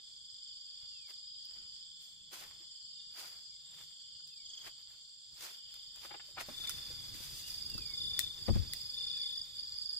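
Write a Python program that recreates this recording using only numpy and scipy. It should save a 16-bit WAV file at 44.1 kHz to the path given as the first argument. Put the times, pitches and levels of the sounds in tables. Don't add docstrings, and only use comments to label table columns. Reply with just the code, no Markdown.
import sys
import numpy as np
from scipy import signal
from scipy.fft import rfft, irfft, next_fast_len
from scipy.io import wavfile
from scipy.ndimage import uniform_filter1d

SR = 44100
rng = np.random.default_rng(int(sys.argv[2]) if len(sys.argv) > 2 else 0)


def ratio(d):
    e = np.asarray(d, float) / 20
    return 10 ** e


def file_out(sig):
    cols = np.atleast_2d(sig).T
    lim = np.clip(cols, -1, 1)
    pcm = np.round(lim * 32767).astype(np.int16)
    wavfile.write(sys.argv[1], SR, pcm)


N = 440547
STEP = 4
MOVE_S = 6.46

# (frequency [Hz], level [dB])
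DULL = [(120, -15.5), (300, 1), (700, 4.5), (1500, 6.5), (2500, 4), (4500, -4), (8000, -43)]


def evened(x):
    return x / np.sqrt(np.mean(x ** 2) + 1e-20)


def curves(rows, t):
    s, *columns = np.transpose(rows)
    return [np.interp(t, s, column) for column in columns]


def coloured(x, points):
    f, level_db = np.transpose(points)
    size = next_fast_len(x.shape[-1])
    hz = np.fft.rfftfreq(size, 1 / SR)
    gain = ratio(np.interp(np.log(hz + 1), np.log(f), level_db))
    return irfft(rfft(x, size) * gain, size)[..., :x.shape[-1]]


def drift(per_s, size=N, step=1):
    knots = rng.standard_normal(int(size * step / SR * 40) + 9)
    place = np.arange(size) * step / SR * min(per_s, 39)
    return np.interp(place, np.arange(len(knots)), knots)


def add(mix, s, sound, pan_db=0, late_ms=0):
    for port, side in enumerate((.5, -.5)):
        start = max(round((s - side * late_ms / 1000) * SR), 0)
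        part = mix[port, start:][:len(sound)]
        part += ratio(side * pan_db) * sound[:len(part)]


def foliage(x, t60, wet_db, count=1):
    t, out = np.arange(int(.25 * SR)) / SR, x.copy()
    for k in range(count):
        taps = rng.standard_normal((2, len(t))) * (rng.random((2, len(t))) < .05)
        taps *= ratio(-60 * t / t60) * (t > .003)
        taps /= np.linalg.norm(taps, axis=1, keepdims=True)
        turn = 1
        if count > 1:
            turn = np.sqrt(2 / count) * np.cos(np.pi * (k / count + 1.3 * np.arange(N) / SR))
        out += ratio(wet_db) * signal.oaconvolve(x * turn, taps, axes=1)[:, :N]
    return out


def swells(rows, depth_db, roundness):
    t, power = np.arange(N // STEP + 1) * STEP / SR, 0
    for s, db, tint_db, rise, fall in rows:
        away = np.where(t < s, (s - t) / rise, (t - s) / fall)
        peak = ratio([[2 * db], [2 * (db + tint_db)]])
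        power = power + peak * ratio(-2 * np.minimum(depth_db * away ** roundness, 90))
    return np.repeat(power, STEP, axis=1)[:, :N]


def stridulate(hz, per_s, level, duty, sag, blur_hz, overtones=(), weaker=0, count=1, ragged=1):
    stroke = (np.cumsum(per_s) * STEP / SR + ragged * rng.random()) % 1 * count
    along = np.clip(stroke % 1 / duty, 0, 1)
    teeth = uniform_filter1d(rng.standard_normal((2, len(along))), 16) * 4
    pitch = hz * (1 - sag * (along - .5)) + blur_hz * teeth[0]
    arch = 4 * along * (1 - along)
    fading = np.clip(1 - weaker * np.floor(stroke), 0, 1)
    level = level * arch * fading * (1 + 0.22 * teeth[1])
    turn = 2 * np.pi * np.cumsum(np.repeat(pitch, STEP)) / SR
    tone = np.sin(turn) + sum(ratio(db) * np.sin(k * turn) for k, db in overtones)
    return tone * uniform_filter1d(np.repeat(level, STEP), STEP)


def chorus(hz, spread_hz, per_s, duty, sag, blur_hz, fade_db, swell_db, weaker=0, count=6, size=1):
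    out, n = np.zeros((2, N)), N // STEP
    for k, (pace, pan, late) in enumerate(rng.uniform(-1, 1, (count, 3))):
        pitch = hz + spread_hz * (np.sin(2.4 * k) + .3 * drift(3, n, STEP))
        pace = per_s * (1 + .05 * pace + .03 * drift(2, n, STEP))
        level = ratio(swell_db * drift(6, n, STEP) - fade_db * k)
        singer = stridulate(pitch, pace, level, duty, sag, blur_hz, (), weaker, size)
        add(out, 0, singer, 4 * pan, .12 + .3 * late)
    return evened(out)


def bouts(rows, rise, fall, ends_db, slow=1):
    corners = []
    for s, length, db, per_s in rows:
        end = s + length
        corners += [(s, db + ends_db, slow * per_s), (s + rise, db, per_s)]
        corners += [(end - fall, db, per_s), (end, db + ends_db, slow * per_s)]
    return corners


def soloist(rows, hz, duty, sag, blur_hz, overtones, pan_db, weaker=0, count=1):
    mix, t = np.zeros((2, N)), np.arange(rows[0][0], rows[-1][0], STEP / SR)
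    level_db, per_s = curves(rows, t)
    level = ratio(level_db + 1.5) * signal.windows.tukey(len(t), 0.02 / (t[-1] - t[0]))
    pitch = hz + 25 * drift(3.6, len(t), STEP)
    song = stridulate(pitch, per_s, level, duty, sag, blur_hz, overtones, weaker, count, ragged=0)
    add(mix, t[0], song, pan_db, .085)
    return mix


def choirs():
    # (time [s], level [dB])
    high = [(0.0, -61.5), (0.5, -55), (1.0, -57), (1.7, -56), (2.2, -64.5), (2.89, -57.5), (3.5, -58.5),
            (3.8, -61.5), (4.3, -57.5), (5.0, -62), (5.6, -59.5), (6.37, -59.5), (6.84, -49), (7.23, -55),
            (7.6, -50), (8.18, -54), (9.2, -46.5), (9.42, -52.5)]
    # (time [s], level [dB])
    low = [(0.0, -66.5), (0.5, -61.5), (2.09, -64.5), (2.59, -62.5), (3.45, -66.5), (3.81, -62),
           (4.28, -65.5), (4.5, -63.5), (5.15, -68.5), (5.67, -60.5), (6.37, -66), (6.84, -56.5),
           (7.51, -62.5), (8.18, -57.5), (9.21, -59), (9.99, -63)]
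    t = np.arange(N) / SR
    far = t < MOVE_S
    low_db = curves(low, t)[0]
    high_db = curves(high, t)[0] + 4.5 * np.clip((t - 9.55) / 0.036, 0, 1)
    high_db = high_db + 0.6 * drift(6.3) - 2 * (np.arange(N) > MOVE_S * SR)
    thin_db = -65.5 + 0.11 * (low_db - low_db.mean())
    out = ratio(high_db) * chorus(4810, 200, 23, .75, 0.083, 44.92, 1.26, 1.7, 0.47, count=7, size=3)
    close = np.arange(N // STEP) * STEP / SR > MOVE_S
    low_hz, low_spread_hz = 3360 + 130 * close, 250 - 90 * close
    out += ratio(low_db) * chorus(low_hz, low_spread_hz, 28, .85, 0.066, 45.4, 0.25, 3.65, count=7)
    drone = chorus(7370, 60, 17.5, 0.81, 0.03, 70, 1.2, 2.2, 0.22, count=3, size=3)
    out += ratio(thin_db - 5.0 + 3.0 * far) * drone
    out += ratio(thin_db - 3.0 - 4.2 * far) * chorus(7560, 80, 8.7, 0.36, 0.087, 89.9, 3.6, 1.7, count=3)
    out += ratio(thin_db - 20) * chorus(8400, 90, 9, 0.3, 0.03, 40, 1.5, 5, count=2)
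    out += ratio(thin_db - 10.5) * ~far * chorus(6790, 13.9, 24, 1.0, 0.016, 24.8, 3, 2.0, count=1)
    return out


def far_soloists():
    # (start [s], length [s], level [dB], groups [1/s])
    leader = [
        (.2, 1.73, -55.5, 24.6),
        (2.55, 1.1, -53, 23),
        (3.98, 0.8, -56, 25),
        (5.38, 1.04, -54, 26.7),
    ]
    # (start [s], length [s], level [dB], groups [1/s])
    partner = [
        (.25, 1.65, -57.5, 23.5),
        (2.6, 1.1, -59.5, 24),
        (4.0, 1.35, -60, 24.5),
        (5.5, .9, -62, 24),
    ]
    # (start [s], length [s], level [dB], pulses [1/s])
    basso = [
        (.3, .6, -62, 19.3),
        (1.2, 0.98, -63.5, 19.3),
        (2.5, 0.53, -63, 19),
        (3.65, .7, -63.5, 22),
        (5.45, .7, -65, 19.4),
    ]
    out = soloist(bouts(leader, 0.081, 0.13, -28), 4930, 0.85, .06, 25, [], 1, .5, count=3)
    out += soloist(bouts(partner, 0.092, 0.15, -20), 4680, 0.85, .06, 25, [], -1.5, .4, count=3)
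    out += soloist(bouts(basso, 0.1, 0.12, -20), 3170, 0.55, .05, 25, [], 1.5)
    return out


def near_crickets():
    # (start [s], length [s], level [dB], pulses [1/s])
    trills = [
        (6.489, 0.37, -45, 30),
        (7.893, 0.53, -42, 31),
        (8.89, 0.62, -42.5, 31),
        (9.5, .17, -49, 30),
    ]
    # (start [s], length [s], level [dB], groups [1/s])
    neighbour = [
        (6.6, 0.59, -58, 22.6),
        (7.46, 0.76, -43, 25.3),
        (8.38, 0.19, -45, 24.6),
        (8.68, 0.54, -46.5, 23.4),
        (9.17, 0.13, -42, 24),
        (9.335, .115, -41, 26),
        (9.551, 0.11, -41.5, 25.7),
        (9.742, 0.39, -40.5, 27),
    ]
    near = np.zeros((2, N))
    for bout in trills:
        corners = bouts([bout], 0.099, 0.18, -21, slow=.8)
        near += soloist(corners, 3550, 0.92, 0.08, 15.5, [(2, -25), (3, -25.0)], 4.1)
    for bout in neighbour:
        corners = bouts([bout], 0.015, 0.033, -30)
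        near += soloist(corners, 4810, 1.0, 0.0626, 39.6, [(2, -23.5)], -5.0, 0.57, count=3)
    return near


def crickets():
    near = near_crickets()
    scattered = foliage(choirs() + far_soloists() + .7 * near, 0.08, -4, count=3)
    return (scattered + .6 * near) * ratio(2.6)


def gusts():
    # (peak [s], level [dB], left-right [dB], rise [s], fall [s])
    blows = [
        (2.39, -82, 6, .3, 1),
        (1.65, -79, -4, 0.23, 0.12),
        (6.65, -68.5, 10.5, 0.11, 0.6),
        (7.12, -62, 4, 0.92, 0.41),
        (7.76, -64, 7, 0.53, 0.29),
        (8.07, -62, 8, 0.22, 0.66),
        (8.6, -59.5, 9, 0.55, 0.42),
        (9.18, -72.5, 3, 0.35, 0.17),
    ]
    close = np.arange(N) > MOVE_S * SR
    breeze_db, breeze_pan_db = np.where(close, -74, -85.5), np.where(close, 4, 2.5)
    breeze = ratio([2 * breeze_db, 2 * (breeze_db + breeze_pan_db)])
    level_db, leaning_db = 10 * np.log10(swells(blows, 17.5, 0.98) + breeze)
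    return level_db, leaning_db - level_db


def weather():
    # (frequency [Hz], level [dB])
    gust = [(8.8, -31), (15, -3.5), (43, 1), (130, -1.5), (157, -5), (261, -15), (308, -13.5), (400, -18),
            (520, -24), (880, -120)]
    # (frequency [Hz], level [dB])
    air = [(200, -45), (500, -13.5), (2000, -11), (2700, -8), (3400, 16), (3900, -4), (4400, 16.5),
           (6000, -2), (6800, 4), (8300, -1.5), (10200, -11.5), (11000, -27.5), (15300, -15.5),
           (15700, -64)]
    level_db, pan_db = gusts()
    shared, left, right = evened(coloured(rng.standard_normal((3, N)), gust))
    lumps_db = 4.5 * np.array([drift(12), drift(27)])
    wind_db = level_db + np.outer([.5, -.5], pan_db) + lumps_db
    wind = np.array([left + 0.99 * shared, right + 1.58 * shared]) * ratio(wind_db)
    wash = evened(coloured(rng.standard_normal((2, N)), [(100, -18)] + air))
    return ratio(1.5) * wind + ratio(-60 + 1.7 * drift(12)) * wash


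def rustle():
    # (peak [s], crisp level [dB], weight [dB], rise [s], fall [s])
    treads = [(.83, -89, 18, 0.076, 0.12), (1.1, -70, 9, 0.058, 0.078), (1.54, -82.5, 15, 0.14, 0.4),
              (2.03, -71, -8, 0.053, 0.18), (2.335, -61, 6.5, 0.037, 0.17), (2.4, -62.5, 11.5, 0.064, 0.19),
              (2.61, -79.5, 17, 0.11, 0.087), (3.2, -60, 10, 0.088, 0.22), (3.28, -67, 6.5, 0.06, 0.047),
              (3.4, -88, 11, .1, 0.11), (3.81, -71, 9, 0.26, .17), (4.28, -78, -16, 0.037, 0.35),
              (4.68, -66.5, 11.5, 0.16, 0.047), (4.8, -81.5, 12, 0.068, .06), (4.92, -79.5, 13, 0.12, 0.16),
              (5.44, -58.5, 7, 0.11, 0.17), (5.76, -74.5, 7, .15, 0.32), (6.04, -65.5, 9, 0.13, 0.13),
              (6.13, -79, 23.5, 0.12, 0.21), (6.3, -71, 6.5, 0.14, 0.084), (6.41, -56, 17.5, 0.05, 0.055)]
    # (peak [s], crisp level [dB], weight [dB], rise [s], fall [s])
    brushes = [(6.65, -67.5, 14, 0.16, .1), (6.7, -60, 7, 0.066, 0.24), (7.15, -60.5, 3, 0.027, .2),
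               (7.24, -58, -0.5, 0.12, 0.15), (7.4, -57.5, -27, 0.29, .12), (7.48, -57, -7, 0.056, 0.27),
               (8.12, -72, 13, 0.074, 0.28), (8.21, -55, -8, 0.04, 0.089), (8.485, -65, 9, 0.14, 0.031),
               (8.56, -73, 17.5, 0.1, 0.3), (8.739, -62, 0.5, 0.086, 0.31)]
    after = np.arange(N) / SR - MOVE_S
    rest_db = np.where(after > 0, -65 - 2.5 * after, -89.5)
    rest_db = rest_db + np.outer([0, 1], np.where(after > 0, 6, -6))
    return 10 * np.log10(swells(treads + brushes, 25, 1.11) + ratio(2 * rest_db))


def leaves():
    # (frequency [Hz], level [dB])
    crisp = [(1200, -33), (2500, -12.5), (5000, -4.5), (8000, -9), (11500, -11), (15300, -11), (15700, -65)]
    crisp_db, dull_db = rustle()
    tread = np.clip((dull_db - crisp_db + 0.5) / 9, .15, 1)
    tread = tread * np.where(np.arange(N) > MOVE_S * SR, 0.71, 1)
    cracks = rng.standard_normal((2, N)) * ratio(3.1 * np.minimum(rng.exponential(1, (2, N)), 2.1))
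    cracks *= rng.random((2, N)) < .012
    splinter = rng.standard_normal((1, 256)) * ratio(-60 * np.arange(256) / SR / .008)
    cracks = signal.oaconvolve(cracks, splinter, axes=1)[:, :N] * rng.standard_normal((2, N))
    scatter = 1.47 * rng.standard_normal((2, N))
    cracks = (tread * evened(cracks) + scatter) * ratio(1.64 * tread * drift(38))
    cracks += 0.037 * cracks[::-1]
    bright = ratio(crisp_db + 10) * evened(coloured(cracks, crisp))
    thud = ratio(dull_db - 5.5 + 3.6 * tread * drift(37)) * evened(coloured(cracks, DULL))
    return bright + thud


def birds():
    # (start [s], length [s], top [Hz], level [dB])
    whistles = [
        (.89, .235, 2980, -74),
        (3.44, .14, 2700, -84),
        (4.255, .2, 2930, -76),
        (7.68, .29, 2900, -66),
        (9.07, .21, 2930, -72),
    ]
    # (start [s], length [s], pitch [Hz], level [dB])
    pipes = [
        (4.125, 0.065, 2900, -74),
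        (4.2, .07, 2920, -80),
        (.78, .12, 2900, -79),
        (8.97, .11, 2900, -73),
        (7.434, 0.056, 2830, -60),
        (2.17, 0.054, 2700, -86),
        (1.44, .07, 2550, -82),
    ]
    # (time [s], overtone [dB], fundamental [dB])
    twitter = [
        (4.415, -69, -58),
        (4.4523, -54, -48.5),
        (4.493, -51, -46.5),
        (4.53, -52, -46),
        (4.568, -51, -44.5),
        (4.6082, -53, -47.5),
        (4.655, -60, -56),
    ]
    out = np.zeros((2, N))
    for k, (s, length, top_hz, level_db) in enumerate(whistles + pipes):
        u = np.linspace(0, 1, int(length * SR))
        fall = u - 0.15 * np.sin(2 * np.pi * u) / (2 * np.pi)
        hz = top_hz - (top_hz - 2060) * fall * (k < len(whistles))
        flutter_db = 2.5 * drift(39, len(u))
        turn = 2 * np.pi * np.cumsum(hz + 30 * drift(28.8, len(u))) / SR
        note = ratio(flutter_db) * np.sin(turn) * signal.windows.tukey(len(u), .3)
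        add(out, s, ratio(level_db + 5) * note, 1.5, .05)
    u = np.linspace(0, 1, int(0.0203 * SR))
    turn = 2 * np.pi * np.cumsum(3450 - 420 * u) / SR
    for s, overtone_db, level_db in twitter:
        note = ratio(level_db) * np.sin(turn) + ratio(overtone_db - 1.5) * np.sin(2 * turn)
        add(out, s, note * np.sin(np.pi * u), 1.5, .05)
    return foliage(out, .12, -12)


def bumps():
    # (time [s], peak [dB], brightness [dB], left-right [dB])
    knocks = [(0.829, -63.5, -8, 11), (7.198, -54.5, 6, 14), (7.744, -42.5, 3, 8), (8.478, -30, 7, 12),
              (8.484, -29, 16, 16), (8.491, -28, 6.5, 11), (8.493, -31.5, 0.5, -15), (8.501, -28.5, 2, 19),
              (8.527, -31, -5, 11.5), (8.551, -35, 0.5, -15), (8.555, -29, 2, 18.5), (8.575, -35, -2, 9),
              (8.593, -36, -5, 14)]
    # (frequency [Hz], level [dB], t60 [s])
    mount = [(51.6, -2, 0.19), (93, 6.5, 0.12), (207.6, 3, 0.072), (165, -5.5, 0.081), (70, 3, 0.14),
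             (343, -10.5, 0.072), (409, -40, 0.021), (527, -11, 0.049), (665, -13, 0.027),
             (803, -17, 0.035), (1026, -16.5, 0.027)]
    out, t = np.zeros((2, N)), np.arange(8192) / SR
    for s, peak_db, bright_db, pan_db in knocks:
        ring = np.zeros(len(t))
        for (hz, db, t60), detune in zip(mount, rng.uniform(0.868, 1.086, len(mount))):
            tilt_db = bright_db * np.log2(min(hz, 500) / 96)
            ring += ratio(db + tilt_db - 60 * t / t60) * np.sin(2 * np.pi * hz * detune * t)
        knock = ratio(peak_db + 8) * ring / abs(ring).max() * np.minimum(t / 0.0058, 1)
        add(out, s + 0.00179, knock, pan_db, .95)
    return out * [[1], [-1]]


def snaps():
    # (time [s], peak [dB], ring [Hz], left-right [dB])
    twigs = [(1.4545, -63, 3400, 8.5), (2.022, -68, 1430, -2), (4.2749, -58.5, 3400, -3.5),
             (5.713, -73, 2540, 18), (5.741, -56, 1460, 3.5), (5.96, -60, 1550, 8), (6.638, -53, 1340, 0.5),
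             (6.6742, -45.5, 2260, -3.5), (6.695, -37.5, 1410, -6.5), (6.7734, -59, 2300, -1),
             (7.6986, -52, 1560, 1.5), (7.7792, -51.5, 1300, 2), (7.6536, -58, 3400, 2.5),
             (7.745, -58, 1500, 4), (6.4857, -65, 1300, 1), (2.3202, -60, 1500, 0), (8.1923, -29, 1890, 7),
             (8.2004, -43, 3500, 4.5), (8.2035, -47, 3500, 3), (8.735, -38, 1980, 4),
             (6.7006, -46, 1990, -5), (6.7065, -48, 2000, -3), (7.1434, -53, 2000, 3.5),
             (9.376, -65, 2654, 3), (9.458, -65, 2600, 1), (9.58, -66, 2600, 2), (9.62, -69.5, 2600, -2),
             (9.777, -66, 2600, -2), (9.9146, -71, 2600, -6)]
    # (frequency [Hz], level [dB])
    snap = [(500, -49), (1500, -17), (4300, 8), (5900, 4.5), (7800, 5), (12000, 2), (15500, 0),
            (16500, -68)]
    out, t = np.zeros((2, N)), np.arange(2048) / SR
    for s, peak_db, hz, pan_db in twigs:
        fibres = .12 * ratio(-60 * t / .04)
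        crack = rng.standard_normal(len(t)) * (ratio(-60 * (t / .0045) ** 2) + fibres)
        crack = coloured(np.append(crack, np.zeros(512)), snap)[:len(t)]
        ring = 0.45 * np.sin(2 * np.pi * hz * t) * ratio(-60 * t / 0.018)
        sound = ratio(peak_db + 8.0) * (crack + ring) * np.minimum(t / 0.00031, 1)
        add(out, s, sound, pan_db, 0.13 * pan_db)
    return foliage(out, 0.05, -15)


def motor():
    # (peak [s], level [dB], tint [dB], rise [s], fall [s])
    passage = [
        (2.7, -89, 0, 1.3, 2.15),
    ]
    # (multiple of the shaft rate, level [dB])
    orders = [(5, 5.5), (6, 2.5), (7, -7)]
    turn = 2 * np.pi * np.cumsum(30.6 * (1 + 0.03 * drift(6))) / SR
    hum = sum(ratio(db + 5.3 * drift(7)) * np.sin(k * turn) for k, db in orders)
    return hum * np.sqrt(swells(passage, 8.8, 2.2)[0])


def clods():
    # (time [s], peak [dB], ring [Hz], t60 [s], left-right [dB])
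    kicks = [(2.333, -49, 420, 0.024, 3), (2.366, -52, 1050, .03, 6), (2.417, -47, 790, .03, 5),
             (2.509, -53, 1330, .02, 5), (2.599, -67, 330, 0.1, 8), (3.183, -51, 1090, .04, 5),
             (3.206, -49, 926, 0.056, 6), (3.227, -50, 700, .04, 3), (3.243, -49, 1400, .03, 6),
             (5.408, -54, 2100, .03, 8), (5.428, -50, 1635, 0.05, 6), (4.938, -70, 1420, 0.056, 9),
             (6.049, -38, 1270, 0.019, 6), (6.108, -38, 850, 0.044, 5), (6.141, -39.5, 830, 0.045, 4.5),
             (6.197, -42, 1480, 0.024, 3), (6.286, -51, 584, 0.022, 5.5), (6.372, -41.5, 777, 0.1, 3),
             (6.378, -35, 1360, 0.045, 1.5), (6.411, -46, 727, 0.057, 11), (6.485, -40, 237, 0.076, 0),
             (6.503, -42.5, 251, 0.067, 2), (6.366, -46, 882, .05, 6), (6.486, -36.5, 620, 0.041, 1),
             (8.479, -39.5, 1240, 0.06, 4), (8.492, -42, 530, .05, 3), (7.779, -40.5, 1300, .015, 2),
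             (7.779, -47, 305, .03, 4), (6.9, -50, 480, 0.049, 4), (6.11, -50, 360, .05, 5),
             (6.146, -48, 400, 0.076, 5), (6.375, -51, 340, 0.072, 5), (6.31, -55, 500, .02, 4),
             (6.055, -57, 260, .05, 5), (2.085, -66, 610, .03, 4), (4.635, -60, 2100, .03, 5),
             (4.67, -54, 2270, 0.045, 9), (4.2, -64, 1600, .04, 5), (4.905, -66, 1830, .04, 5),
             (8.554, -40, 572, 0.041, 1)]
    out, t = np.zeros((2, N)), np.arange(4096) / SR
    for s, peak_db, hz, t60, pan_db in kicks:
        grit = evened(coloured(rng.standard_normal(len(t)), DULL))
        turn = 2 * np.pi * hz * np.cumsum(1 + 0.092 * drift(39, len(t), 8)) / SR
        ring = np.sin(turn) + 0.32 * np.sin(1.7 * turn)
        body = 0.53 * ring + 0.44 * grit * min(hz / 900, 1) ** 2
        add(out, s, ratio(peak_db - 60 * t / t60) * body * np.minimum(t / 0.0013, 1), pan_db, .1)
    return foliage(out, 0.035, 0.87)


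def scene():
    return crickets() + weather() + leaves() + birds() + bumps() + snaps() + motor() + clods()


def masked(dry):
    # (frequency [Hz], share [0-1])
    emptied = [(1200, .03), (1800, .18), (2700, .36), (2950, 0), (3800, 0), (4000, .05), (4200, 0),
               (5400, 0), (5700, .14), (6000, .3), (6400, 0), (8400, .03), (8900, .12), (10200, .14),
               (10800, .45), (11500, .5), (12000, .22), (12500, .15), (15000, .15)]
    hz, t, z = signal.stft(dry, SR, nperseg=1024)
    power = uniform_filter1d((abs(z) ** 2).sum(0), 4, axis=0)
    power = uniform_filter1d(power, 4, axis=1)
    whim = uniform_filter1d(rng.standard_normal((len(hz) // 3 + 1, len(t) // 2 + 1)), 3)
    whim = np.kron(whim, np.ones((3, 2)))[:len(hz), :len(t)]
    depth = power / power[hz > 2800].max(0) * ratio(19 * evened(whim))
    rank = depth.argsort(1).argsort(1) / len(t)
    kept = rank >= np.interp(hz, *np.transpose(emptied))[:, None]
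    return signal.istft(z * np.where(kept, 1, .008), SR, nperseg=1024)[1][:, :N]


def top_cut(x):
    return signal.sosfilt(signal.butter(12, 16670, fs=SR, output="sos"), x)


def record(dry):
    mix = masked(dry)
    return top_cut(mix)


dry = scene()
out = record(dry)
file_out(out)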